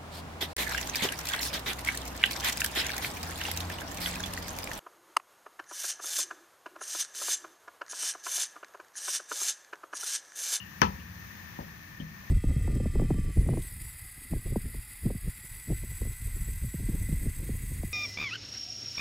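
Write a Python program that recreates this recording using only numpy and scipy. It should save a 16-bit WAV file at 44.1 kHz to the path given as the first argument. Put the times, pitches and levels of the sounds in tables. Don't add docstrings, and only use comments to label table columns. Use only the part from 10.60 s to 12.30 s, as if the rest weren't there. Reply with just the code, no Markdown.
import sys
import numpy as np
from scipy import signal
from scipy.fft import rfft, irfft, next_fast_len
from scipy.io import wavfile
from scipy.ndimage import map_coordinates

SR = 44100
rng = np.random.default_rng(int(sys.argv[2]) if len(sys.argv) > 2 else 0)


def transcribe(u):
    v = np.clip(np.atleast_2d(u).T, -1, 1)
    q = np.round(v * 32767).astype(np.int16)
    wavfile.write(sys.argv[1], SR, q)


N = 74970


def amp(db):
    return 10 ** (np.asarray(db) / 20)


def along(points, hz):
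    freqs, values = np.transpose(points)
    return np.interp(np.log(hz + 1), np.log(freqs + 1), values)


def since(start):
    return np.maximum(np.arange(N) / SR - start, 0)


def rise(start, rise_s):
    return 1 - np.exp(-since(start) / rise_s)


def wobble(per_s):
    knots = rng.standard_normal(int(N * per_s / SR) + 4)
    return map_coordinates(knots, [np.arange(N) * per_s / SR], mode="nearest")


def filtered(x, response):
    size = next_fast_len(N + SR // 2)
    return irfft(rfft(x, size) * response(np.fft.rfftfreq(size, 1 / SR)), size)[..., :N]


def causal(x, gain):
    size = 2 * next_fast_len(N)
    cepstrum = irfft(np.log(gain(np.fft.rfftfreq(size, 1 / SR)) + 1e-6))
    cepstrum[1:size // 2] *= 2
    cepstrum[size // 2 + 1:] = 0
    return irfft(rfft(x, size) * np.exp(rfft(cepstrum)))[..., :N]


def noise(spectrum):
    return filtered(rng.standard_normal(N), lambda hz: amp(along(spectrum, hz))) * np.sqrt(SR / 2)


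def band(hz, width):
    x = filtered(rng.standard_normal(N), lambda f: 1 / (1 + ((f - hz) / width) ** 2))
    return x / np.sqrt(np.mean(x ** 2) + 1e-20)


def ring(start, modes):
    t = since(start)
    return sum((-1) ** k * amp(db - 60 * t / t60) * np.sin(2 * np.pi * hz * t)
               for k, (hz, db, t60) in enumerate(modes))


# frequency in Hz, relative gain in dB.
CLICK_SPECTRUM = [(100, -19), (700, -14), (1500, 6), (3000, -4), (3900, -15.5), (5000, 6), (6100, 4),
                  (6900, -12), (7700, -31), (8800, -37), (9500, -17.5), (14800, -31), (16000, -35)]
# frequency in Hz, starting level in dB per Hz.
SCRAPE_SPECTRUM = [(300, -65), (2000, -59.5), (3800, -64), (6200, -52), (7500, -84), (8800, -88),
                   (9500, -68.5), (15000, -67.5)]
KNOCK_ROOM_SPECTRUM = [(30, -84), (46, -49), (100, -54), (200, -39), (270, -54), (450, -50.5), (720, -60),
                       (880, -44), (1300, -49), (1900, -54.5), (2600, -56.5), (3100, -59), (3600, -66),
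                       (4600, -65.5), (6100, -66), (7200, -85.5), (8200, -99), (11000, -88), (15000, -102)]
# frequency in Hz, level in dB, time to fall 60 dB in seconds.
CLACK_MODES = [(921, -0.5, 0.012), (1100, -3.5, 0.016), (1450, -2.5, 0.0098), (1788, 0.5, .01),
               (2380, -7, 0.011), (3047, -11, 0.013), (5670, -11.5, 0.009)]
POT_MODES = [(302.3, -46, 0.33), (532, -42.5, 0.48), (875, -51, .2), (866, -58, 0.16), (963, -39, 0.56),
             (1090, -35, .18), (1118, -48, 0.06), (1300, -15, 0.13), (1260, -16, 0.067), (1820, -51, 0.068),
             (1996, -45, 0.11), (2670, -37, 0.17), (3050, -59, 0.078), (3040, -32.5, 0.17)]
STOVE_MODES = [(72.1, -33.5, 0.97), (90.5, -43.5, 2.3), (142, -44, 0.29), (176, -40, 0.32),
               (192.7, -9.5, 0.042)]


def pot_knock(start):
    t = since(start)
    impulse = 1. * (np.arange(N) == round(start * SR))
    click = amp(4.5) * causal(impulse, lambda hz: amp(along(CLICK_SPECTRUM, hz)))
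    scrape = noise(SCRAPE_SPECTRUM) * amp(-60 * t / 0.019) * (t > 0)
    clack = ring(start, CLACK_MODES) * rise(start, rise_s=0.0014)
    pot = ring(start, POT_MODES) * rise(start, rise_s=0.0038)
    thump = ring(start, STOVE_MODES) * rise(start, rise_s=0.0023)
    return click + scrape + clack + pot - thump + kitchen_echo(start, KNOCK_ROOM_SPECTRUM)


# start in seconds, gain in dB, boom pitch in Hz, relative boom level in dB,
# contact cut-off in Hz.
SOFT_BUMPS = [(0.9887, 2.5, 176.1, -37, 1100), (1.4, 3, 158, -33.5, 340)]
# frequency in Hz, relative level in dB, time to fall 60 dB in seconds.
PUSH_MODES = [(241, -26.5, 0.03), (425, -29.5, 0.0048), (940, -15.5, 0.0077)]
# frequency in Hz, relative level in dB per Hz.
BUMP_ROOM_SPECTRUM = [(30, -69), (80, -64), (230, -62), (400, -77), (550, -67), (720, -72), (920, -72),
                      (2000, -83), (8000, -100)]


def soft_bumps(boom_t60_s=0.33):
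    out = np.zeros((2, N))
    for start, db, boom_hz, boom_db, cut_hz in SOFT_BUMPS:
        push = ring(start, PUSH_MODES) * rise(start, rise_s=0.0013)
        echo = kitchen_echo(start, BUMP_ROOM_SPECTRUM)
        dulled = causal(push + echo, lambda hz: 1 / np.hypot(1, (hz / cut_hz) ** 2))
        boom = ring(start, [(boom_hz, boom_db, boom_t60_s)]) * rise(start, rise_s=0.0053)
        out += amp(db) * (dulled + boom)
    return out


# start in seconds, level in dB, centre in Hz, half-width in Hz,
# time to fall 60 dB in seconds.
METAL_CLINKS = [(0, -40, 2840, 130, 0.3), (0.396, -48, 2720, 300, 0.11), (1.3985, -43.5, 3110, 170, 0.11)]


def clinks():
    return sum(amp(db - 60 * since(start) / t60) * rise(start, rise_s=0.001) * band(hz, width)
               for start, db, hz, width, t60 in METAL_CLINKS)


# frequency in Hz, time to fall 60 dB in seconds.
KITCHEN_DECAY = [(70, 0.57), (200, 0.15), (600, .22), (1500, 0.15), (5000, .16), (12000, 0.3)]
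# frequency in Hz, left-right correlation.
PORT_LIKENESS = [(200, 0.89), (320, 1), (500, 1), (1200, 0.9), (3000, 0.027)]


def kitchen_echo(blow_s, spectrum, delay_s=0.004):
    start = blow_s + delay_s
    hz, t, wash = signal.stft(np.array([noise(spectrum), noise(spectrum)]), SR, nperseg=256)
    fade = amp(-60 * np.maximum(t - start, 0) / along(KITCHEN_DECAY, hz)[:, None])
    spread = np.arccos(np.clip(along(PORT_LIKENESS, hz), -1, 1))[:, None] / 2
    shares = np.array([np.cos(spread), np.sin(spread)])
    mid, side = signal.istft(wash * fade * shares, SR, nperseg=256)[1][:, :N]
    return np.array([mid + side, mid - side]) * rise(start, rise_s=0.00058)


# frequency in Hz, level in dB per Hz.
NEAR_HISS = [(30, -100), (150, -73.5), (450, -94.5), (620, -94), (900, -87.5), (1170, -82), (1400, -87),
             (1750, -77), (2200, -89), (3300, -91), (5000, -93.5), (6300, -89.5), (6950, -96), (7300, -107),
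             (9000, -106), (10500, -101.5), (12300, -93.5), (13100, -104.5), (15100, -83.5), (16000, -130)]
FAR_HISS = [(30, -100), (150, -86), (400, -94), (700, -91.5), (950, -89.5), (1350, -93), (1750, -87),
            (2550, -84.5), (3000, -100.5), (3400, -101), (4000, -101), (4600, -98), (5700, -100),
            (7400, -113), (10000, -111), (15200, -105)]
# centre in Hz, half-width in Hz, near-port level in dB rms.
HISS_RESONANCE = [(1808, 54, -52)]


def stove_hiss(fade_db_per_s=1.27, waver_db=0.98):
    fade = amp(-fade_db_per_s * (np.arange(N) - N / 2) / SR)
    hiss = np.array([noise(NEAR_HISS) * fade, noise(FAR_HISS)])
    waver = amp(waver_db * wobble(per_s=6.9))
    singing = sum(amp(db) * band(hz, width) for hz, width, db in HISS_RESONANCE)
    return hiss * waver + singing * amp([[0], [-21]])


# frequency in Hz, level in dB per Hz.
RUMBLE_SPECTRUM = [(20, -103), (35, -74), (50, -78.5), (85, -71), (140, -76.5), (180, -70), (215, -76),
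                   (260, -90.5), (310, -86), (420, -100), (1000, -120)]


def kitchen_rumble():
    return noise(RUMBLE_SPECTRUM)


# frequency in Hz, gain in dB.
FAR_PORT_SHADE = [(100, -2.5), (220, -2.5), (400, -2), (900, -7.5), (1400, -7), (2000, -23), (3000, -27),
                  (6000, -36), (8000, -31), (12000, -32)]


def far_port(x, lag_s=0.00026):
    shaded = causal(x, lambda hz: amp(along(FAR_PORT_SHADE, hz)))
    return filtered(shaded, lambda hz: np.exp(-2j * np.pi * hz * lag_s))


def scene():
    left, right = pot_knock(start=0.2172) + soft_bumps() + clinks()
    return np.array([left, far_port(right)]) + stove_hiss() + kitchen_rumble()


def record(dry):
    low_cut_hz, top_hz = 45, 15750
    thinned = signal.sosfilt(signal.butter(4, low_cut_hz, "highpass", fs=SR, output="sos"), dry)
    return filtered(thinned, lambda hz: hz < top_hz)


dry = scene()
out = record(dry)
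transcribe(out)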